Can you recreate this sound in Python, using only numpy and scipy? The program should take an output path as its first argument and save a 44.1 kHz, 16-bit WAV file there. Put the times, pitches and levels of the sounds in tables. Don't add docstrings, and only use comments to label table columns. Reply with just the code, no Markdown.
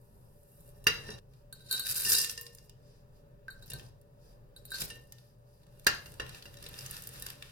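import sys
import numpy as np
from scipy import signal
from scipy.fft import rfft, irfft
from scipy.io import wavfile
from scipy.ndimage import uniform_filter1d

SR = 44100
rng = np.random.default_rng(int(sys.argv[2]) if len(sys.argv) > 2 else 0)


def gain_from_db(level_db):
    decades = np.asarray(level_db, float) / 20
    return 10 ** decades


def inscribe(sig):
    pcm = np.round(np.clip(np.atleast_2d(sig).T, -1, 1) * 32767)
    wavfile.write(sys.argv[1], SR, pcm.astype(np.int16))


N = 331191
TIME = np.arange(N) / SR
TAIL = TIME[:SR // 3]
CUT_S = 1.192
HOLD_FROM_S, HELD = 5.8, 0.52
SPLIT = .008


def gain_at(points, hz):
    f, db = np.transpose(points)
    return gain_from_db(np.interp(np.log(hz + 1), np.log(f), db))


def colour(x, points):
    gain = gain_at(points, np.fft.rfftfreq(x.shape[-1], 1 / SR))
    return irfft(rfft(x) * gain / np.sqrt(np.mean(gain ** 2)), x.shape[-1])


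def coloured_noise(points):
    return colour(rng.standard_normal(N), points)


def curve(rows, column):
    return gain_from_db(np.interp(TIME, np.transpose(rows)[0], np.transpose(rows)[column], left=-150, right=-150))


def lumps(per_s, spread_db):
    k = int(SR / per_s)
    levels = np.repeat(rng.standard_normal(N // k + 1), k)
    return gain_from_db(spread_db * uniform_filter1d(levels, k)[:N])


def grains(per_s, spread_db, smear_s):
    happens = rng.random(N) < per_s / SR
    size = happens * gain_from_db(spread_db * np.minimum(rng.exponential(size=N), 4))
    envelope = signal.lfilter([1], [1, -np.exp(-1 / (smear_s * SR))], size)
    x = envelope * rng.standard_normal(N)
    return x / x.std()


def paired(modes, length):
    return [(hz * (1 + side * SPLIT), db, t60 * length) for hz, db, t60 in modes for side in (-.5, .5)]


def ring(x, modes):
    kick = 1. * (TAIL == 0)
    driven, response = 0, 0
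    for hz, db, t60 in modes:
        turn = 2 * np.pi * hz / SR
        r = np.exp(-np.log(1000) / (t60 * SR))
        b, a = [gain_from_db(db) * np.sin(turn)], [1, -2 * r * np.cos(turn), r * r]
        driven = driven + signal.lfilter(b, a, x)
        response = response + signal.lfilter(b, a, kick)
    return driven / np.linalg.norm(response)


def strike(modes, tilt_db, length, scatter_db):
    hz, db, t60 = np.transpose(paired(modes, length))[:, :, None]
    chance = rng.standard_normal((len(hz), 2))
    share_db = db + tilt_db * np.log2(hz / 3000) + scatter_db * chance[:, :1]
    size = gain_from_db(share_db - 60 * TAIL / t60)
    x = np.sum(size * np.sin(2 * np.pi * hz * TAIL + chance[:, 1:]), axis=0)
    return x / np.abs(x).max()


def burst(points, t60):
    return colour(rng.standard_normal(len(TAIL)), points) * gain_from_db(-60 * TAIL / t60) / 2


def add(out, s, x):
    i = int(s * SR)
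    x = x[:(int(CUT_S * SR) if s < CUT_S else N) - i]
    out[i:i + len(x)] += x


def by_stretch(tool, x):
    return np.concatenate([tool(part) for part in np.split(x, [int(CUT_S * SR)])], axis=-1)


# f/Hz, relative level/dB
HUM_SPECTRUM = [(12, -21), (20, 4), (46, 4), (81, -15), (123, -0.5), (204, -14.5), (367, -20.5), (410, -11),
                (527, -17), (590, -4), (660, -21.5), (4670, -42.5), (9950, -51.5), (12100, -41),
                (16000, -41)]


def hum():
    bed = coloured_noise(HUM_SPECTRUM) * lumps(4, 1.7)
    tone = coloured_noise([(105, -38.0), (121, 21.5), (138, -41.5)])
    air = coloured_noise([(380, -14.0), (430, -14.0), (500, -11.0), (590, 11.0), (680, -30)])
    return gain_from_db(-62.5) * (bed + gain_from_db(-10.5) * tone + gain_from_db(-20) * air)


# rustle level/dB, crackle level/dB, thud level/dB
STILL_LEVELS = (-89.5, -86.5, -66.5)
# middle t/s, half length t/s, level/dB, treble level/dB
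HISS_SWELLS = [(0.306, 0.49, -89, -76.5), (1.362, .08, -80.5, -83.5), (2.913, 0.13, -74, -87),
               (3.171, 0.053, -79, -84.5), (4.279, 0.097, -73, -77), (5.203, 0.16, -75, -76),
               (5.55, 0.11, -80.5, -80.5)]
# f/Hz, relative level/dB
PATTER_SPECTRUM = [(500, -31.5), (1200, -6.5), (2500, -4), (4000, -2), (5000, 6.5), (7500, -5.5),
                   (10000, -5), (16000, -23.5)]
# f/Hz, relative level/dB
CRACKLE_SPECTRUM = [(4000, -31), (8000, -2.5), (10000, 1.5), (13000, 3.5), (15600, -8), (16500, -38.5)]


def stir():
    low, high = gain_from_db(STILL_LEVELS[0]), gain_from_db(STILL_LEVELS[1])
    for s, half, db, treble_db in HISS_SWELLS:
        swell = np.cos(np.pi / 2 * np.clip((TIME - s) / half, -1, 1))
        low = low + gain_from_db(db) * swell
        high = high + gain_from_db(treble_db) * swell
    return low * coloured_noise(PATTER_SPECTRUM) + high * coloured_noise(CRACKLE_SPECTRUM)


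# t/s, rub level/dB, fine crackle level/dB
SPATULA_STROKES = [
    [(0, -127.5, -79), (.29, -118, -84.5), (.48, -93, -68.5), (.69, -81, -66), (.86, -83.5, -72),
     (.94, -65.5, -55), (1.04, -59, -70), (1.12, -54.5, -83), (1.2, -73.5, -87)],
    [(5.6, -78, -92), (5.77, -74.5, -71.5), (5.88, -67.5, -68), (5.94, -69, -59.5), (6.11, -67.5, -63.5),
     (6.21, -65.5, -72), (6.26, -62.5, -67), (6.34, -56, -69), (6.48, -67, -67), (6.63, -58.5, -65),
     (6.82, -55, -56), (6.9, -53, -57), (7.01, -58.5, -57), (7.15, -58, -61), (7.28, -54, -53.5),
     (7.36, -63, -67.5), (7.51, -62.5, -73)],
]
# touch on the bowl level/dB, thud level/dB, both over the rub
STROKE_CARRY = [(3, -1), (-8.5, -5)]


def spatula_gains():
    rub, fine, touch, thud = np.zeros((4, N))
    for rows, (touch_db, thud_db) in zip(SPATULA_STROKES, STROKE_CARRY):
        drag = curve(rows, column=1)
        rub += drag
        fine += curve(rows, column=2)
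        touch += gain_from_db(touch_db) * drag
        thud += gain_from_db(thud_db) * drag
    return rub, fine, touch, thud


# f/Hz, relative level/dB
RUB_SPECTRUM = [(250, -27), (600, -12), (1200, 2), (2500, 0), (5000, 2), (7500, -6.5), (10000, -8),
                (16000, -19.5)]


def dough(rub, fine):
    grainy = .48
    smooth = np.sqrt(1 - grainy) * rng.standard_normal(N) * lumps(25, 3.0)
    x = smooth + np.sqrt(grainy) * grains(220, 7.4, 0.0015)
    return rub * colour(x, RUB_SPECTRUM) + fine * colour(x, CRACKLE_SPECTRUM)


# f/Hz, relative level/dB
THUD_SPECTRUM = [(20, -2.5), (50, 7), (90, 2), (130, 7), (200, -8.5), (400, -9.5), (700, -7), (1100, -14),
                 (1600, -32)]


def thuds(thud):
    return thud * lumps(9, 1.8) * coloured_noise(THUD_SPECTRUM)


# t/s, level/dB, centre f/Hz, bowl ring level/dB over the tick
PIECE_TICKS = [(0.842, -39.5, 11500, -11), (1.3364, -52.5, 3970, -21), (2.0502, -25.5, 5000, -0.5),
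               (2.1848, -17.5, 5130, -34), (2.2456, -18.5, 6600, -16.5), (2.296, -21.5, 5600, -13),
               (2.377, -29, 4940, -5.5), (2.4121, -28, 13300, -23), (2.4661, -35.5, 5060, -13),
               (2.5496, -38, 10750, -37), (2.5853, -43, 4870, -16), (2.6958, -41, 5010, -21.5),
               (3.7015, -32, 9540, -13), (3.7052, -30, 9560, -21), (3.718, -32.5, 3630, -20),
               (3.7961, -39, 2900, -23), (4.0144, -53, 10600, -18.5), (4.7858, -32, 4360, -18),
               (4.8065, -23.5, 14300, -35), (4.8207, -27.5, 3300, -22), (4.822, -36, 310, -40),
               (4.8492, -29.5, 14600, -38), (4.9026, -33.5, 2700, -1), (4.9601, -47.5, 2700, -18),
               (5.1234, -40, 5160, -18.5), (5.1228, -34.5, 12500, -30.5), (5.1846, -48, 3830, -28),
               (6.265, -39, 2780, -25), (6.347, -37, 2770, -27), (6.4248, -37, 3960, -23),
               (6.5707, -41, 3660, -3.5), (6.6645, -33, 3860, -7.5), (6.6882, -34.5, 11900, -29),
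               (6.7412, -37.5, 2720, -12), (6.7896, -30.5, 5200, -12), (6.863, -30.5, 6130, -28),
               (6.9106, -28, 11100, -26), (7.0218, -32.5, 12300, -19), (7.0375, -35, 9500, -30),
               (6.9452, -38, 3900, -26), (7.0902, -36, 9540, -26), (7.1589, -41, 3900, -20),
               (6.6404, -40.5, 2750, -6), (6.8092, -37, 4670, -20), (7.0728, -27.5, 11900, -31),
               (7.1379, -39, 14600, -23), (7.1977, -34, 10700, -28), (7.2235, -28, 10600, -16),
               (7.2869, -35.5, 4660, -24.5), (7.4247, -32, 2740, -22)]
# f/Hz, relative level/dB, unscaled t60/s
BOWL_MODES = [(474.8, -10.5, 0.75), (1069, -14.5, 0.47), (1812, -4, 0.33), (2785, 1.5, 0.27),
              (3910, -1, .25), (4757, -2, 0.13), (5310, 4.5, 0.053), (5620, 2, 0.2), (6650, -7.5, 0.16),
              (7004, -11, 0.049), (7692, -17, .1), (8695, -3, 0.11), (9560, -5, .1), (10766, 0.5, 0.058)]


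def ticks():
    out = np.zeros(N)
    for s, db, hz, ring_db in PIECE_TICKS:
        tone = [(hz / 8, -24), (hz / 1.1, -7), (hz, 0), (hz * 1.2, -7), (hz * 4, -20)]
        length = 1 if CUT_S < s < HOLD_FROM_S else HELD
        bowl = strike(BOWL_MODES, 0, length, scatter_db=5.5)
        add(out, s, gain_from_db(db) * (burst(tone, t60=0.023) + gain_from_db(ring_db) * bowl))
    return out


# t/s, ring peak level/dB, crack level/dB over it, tilt/(dB per octave), ring length share
BOWL_KNOCKS = [(0.869, -8.5, -2, 2, 0.46), (1.089, -39.5, 3.5, -7.5, 0.45), (5.868, -14.5, 7.5, 6.5, 0.46),
               (6.059, -50, 10, 3, 1), (6.199, -25, 0.5, -3.5, 0.39), (6.456, -42.5, -1.5, 5, 0.61)]
# f/Hz, relative level/dB, unscaled t60/s
GRIPPED_MODES = [(430, -9.5, 0.48), (1000, -31, .08), (1420, 0.5, 0.041), (1636, 3, 0.071),
                 (1930, -2, 0.23), (2150, -12, 0.24), (2780, 9, 0.14), (3540, -18, 0.066),
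                 (3955, -10, 0.75), (4776, -6.5, 0.36), (4970, -12, 0.16), (5300, -6, 0.085),
                 (5990, -10.5, 0.062), (5980, -7.5, .15), (6487, -7, .08), (8090, -28, .1),
                 (9000, -24.5, .1), (9300, -7, 0.015), (14000, -15, .05)]
# f/Hz, relative level/dB
CRACK_SPECTRUM = [(200, -24), (450, -13.5), (800, -10.5), (1600, 6), (3000, -2.5), (6000, -2),
                  (9000, -12.5), (15500, -6.5), (16800, -33.5)]


def knocks():
    out = np.zeros(N)
    for s, db, crack_db, tilt_db, length in BOWL_KNOCKS:
        tone = [(hz, g + min(tilt_db, 0) * 1.6 * np.log2(hz / 3000)) for hz, g in CRACK_SPECTRUM]
        crack = burst(tone, .03) + gain_from_db(-8) * burst(tone, .08)
        glass = strike(GRIPPED_MODES, tilt_db, length, scatter_db=-0.5)
        add(out, s, gain_from_db(db) * (glass + gain_from_db(crack_db) * crack))
    return out


def rocking_gains():
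    thud, rattle = np.zeros((2, N))
    after = TIME[:SR // 2]
    for s, db, *_ in BOWL_KNOCKS:
        add(thud, s, gain_from_db(-45.5 + 0.29 * db - 136 * after))
        add(rattle, s, gain_from_db(-20.5 + db - 500 * after))
    return thud, rattle


# t/s, ring peak level/dB, crack level/dB over it, tilt/(dB per octave)
CUP_CLINKS = [(1.5274, -35, 3, -0.5), (1.6641, -46, -16, 1), (1.6958, -47, -4, 1), (1.712, -18.5, -9.5, 3),
              (1.727, -22, 3.5, 2), (1.7961, -25, 3.5, 1.5), (1.8245, -46.5, 0.5, -6),
              (1.8636, -31, -16, 14), (2.1304, -16.5, -6.5, 15.5), (2.1464, -14.5, -17, 5),
              (3.483, -35.5, -16, -20), (3.504, -44, -7, -3.5), (3.6252, -44.5, -3.5, -5),
              (3.66, -47, -6, 27), (3.7352, -36, 6.5, -6), (4.564, -39, -13, 1.5), (4.6533, -38, -4, 9),
              (4.7055, -37.5, -2, 4), (4.7189, -33, 0, -6.5), (4.7432, -28.5, -9.5, -5)]
# f/Hz, relative level/dB, unscaled t60/s
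CUP_MODES = [(1560, -2, 0.16), (3912, 6.5, 0.15), (4360, 2.5, 0.2), (7210, -1.5, 0.082), (7630, -8, 0.45),
             (9094, -6, 0.17), (9553, 4, .12), (10700, -6.5, 0.17), (10500, -8, 0.054), (12150, -3, 0.28),
             (12170, -12.5, .1), (14700, -5.5, .1), (15700, -26, .08)]


def clinks():
    out = np.zeros(N)
    for s, db, crack_db, tilt_db in CUP_CLINKS:
        glass = strike(CUP_MODES, tilt_db, 0.57, scatter_db=2.5)
        add(out, s, gain_from_db(db) * (glass + gain_from_db(crack_db) * burst(CRACKLE_SPECTRUM, 0.019)))
    return out


# t/s, sliding in the cup level/dB, landing on the heap level/dB, rolling against the bowl level/dB
POUR_STAGES = [
    [(1.55, -62.5, -110, -110), (1.68, -60.5, -91, -100), (1.73, -37, -74.5, -104), (1.8, -44.5, -73, -93),
     (1.86, -42.5, -60.5, -80), (1.9, -44, -47, -74), (2.04, -49.5, -45, -54), (2.06, -43, -41.5, -40),
     (2.12, -46, -39, -39.5), (2.14, -36.5, -36, -36.5), (2.21, -87, -46.5, -38), (2.33, -76, -59.5, -69),
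     (2.45, -100, -70.5, -74), (2.7, -110, -91.5, -83)],
    [(3.49, -69, -100, -100), (3.525, -66.5, -93.5, -100), (3.6, -87, -72, -104), (3.65, -76, -73.5, -94),
     (3.7, -69, -71.5, -65), (3.745, -57, -58, -77), (3.87, -100, -70, -78.5), (3.98, -110, -109, -105)],
    [(4.56, -70, -100, -110), (4.64, -76.5, -91.5, -110), (4.745, -47, -84, -92), (4.82, -51, -49, -55),
     (4.87, -73, -59.5, -81), (4.905, -100, -65.5, -44), (4.97, -110, -71, -96), (5.2, -110, -94, -84)],
]
# fine crackle level/dB and thud level/dB over landing, clatter level/dB over rolling
PIECE_KINDS = [(10.5, -19, 7.5), (-5.5, 8, -6), (5.5, 4.5, -6)]


def pour_gains():
    patter, sparkle, clatter, bowl, cup, thud = np.zeros((6, N))
    for rows, (fine_db, thud_db, clatter_db) in zip(POUR_STAGES, PIECE_KINDS):
        slide, land, roll = (curve(rows, column=k) for k in (1, 2, 3))
        patter += land + gain_from_db(-7) * slide
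        sparkle += gain_from_db(fine_db) * land
        thud += gain_from_db(thud_db) * land
        clatter += gain_from_db(clatter_db) * roll
        bowl += roll
        cup += slide
    return patter, sparkle, clatter, bowl, cup, thud


# f/Hz, relative level/dB
CLATTER_SPECTRUM = [(2500, -25), (4300, -9.5), (4800, 1.5), (5600, 0), (6300, -6.5), (8200, -3), (9600, -4),
                    (12000, -15), (16000, -31)]


def pieces(patter, sparkle, clatter):
    x = grains(700, 2.3, 0.0023) * lumps(30, 3.9)
    rattling = colour(grains(900, 2.8, 0.0024), CLATTER_SPECTRUM)
    return patter * colour(x, PATTER_SPECTRUM) + sparkle * colour(x, CRACKLE_SPECTRUM) + clatter * rattling


def touched_glass(bowl, cup, held):
    touches = grains(500, 2.5, .0003)
    free = ring(touches * bowl, paired(BOWL_MODES, 1.0)) + ring(touches * cup, paired(CUP_MODES, 1.0))
    steadied = by_stretch(lambda x: ring(x, paired(BOWL_MODES, HELD)), touches * held)
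    return gain_from_db(-1.5) * free + steadied


def rustle():
    rub, fine, touch, drag_thud = spatula_gains()
    rock_thud, rattle = rocking_gains()
    patter, sparkle, clatter, bowl, cup, land_thud = pour_gains()
    thud = drag_thud + rock_thud + land_thud + gain_from_db(STILL_LEVELS[2])
    return (dough(rub, fine) + thuds(thud) + pieces(patter, sparkle, clatter)
            + touched_glass(bowl, cup, touch + rattle))


def room(x, t60, tail_db):
    t = TIME[:SR // 2]
    near = rng.standard_normal((2, len(t))) * gain_from_db(-60 * t / 0.021)
    far = colour(rng.standard_normal((2, len(t))), [(200, 0.0), (4000, -7.5), (12000, -16.5)])
    far = far * gain_from_db(-60 * t / t60)
    echo = near / np.linalg.norm(near[0]) + gain_from_db(tail_db) * far / np.linalg.norm(far[0])
    return by_stretch(lambda part: signal.fftconvolve(part[None], echo, axes=1)[:, :len(part)], x)


# f/Hz, phase/rad
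RIGHT_TURN = [(20, 0), (250, -2), (450, -3.1), (800, -9.2), (1000, -10.9), (1200, -9.3), (3300, -9.7),
              (4000, -8.3), (8000, -9), (10000, -10.6), (12500, -12.7), (15500, -15), (22050, -20)]
# f/Hz, level/dB relative to the direct sound
DIFFUSE_SHARE = [(30, -21), (300, -11.5), (1500, -9), (6000, -8.5), (9000, -10), (16000, -12)]
# f/Hz, level/dB
LEFT_GAIN = [(30, 0), (130, 2.5), (400, 1.5), (700, -0.5), (1200, 2.5), (2500, 1.5), (5000, 1.5), (9000, 0)]


def scene():
    dry = hum() + stir() + rustle() + ticks() + knocks() + clinks()
    hz = np.fft.rfftfreq(N, 1 / SR)
    lead_s = 40 / 44100
    ahead = np.exp(1j * (2 * np.pi * hz * lead_s + np.interp(hz, *np.transpose(RIGHT_TURN))))
    direct = rfft(dry) * np.array([np.ones(len(hz)), ahead])
    both = direct + rfft(room(dry, t60=0.34, tail_db=0.0)) * gain_at(DIFFUSE_SHARE, hz)
    both[0] *= gain_at(LEFT_GAIN, hz)
    return irfft(both, N)


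def top_cut(x):
    return signal.sosfilt(signal.butter(12, 16850, fs=SR, output="sos"), x)


def record(dry):
    return top_cut(dry)


dry = scene()
out = record(dry)
inscribe(out)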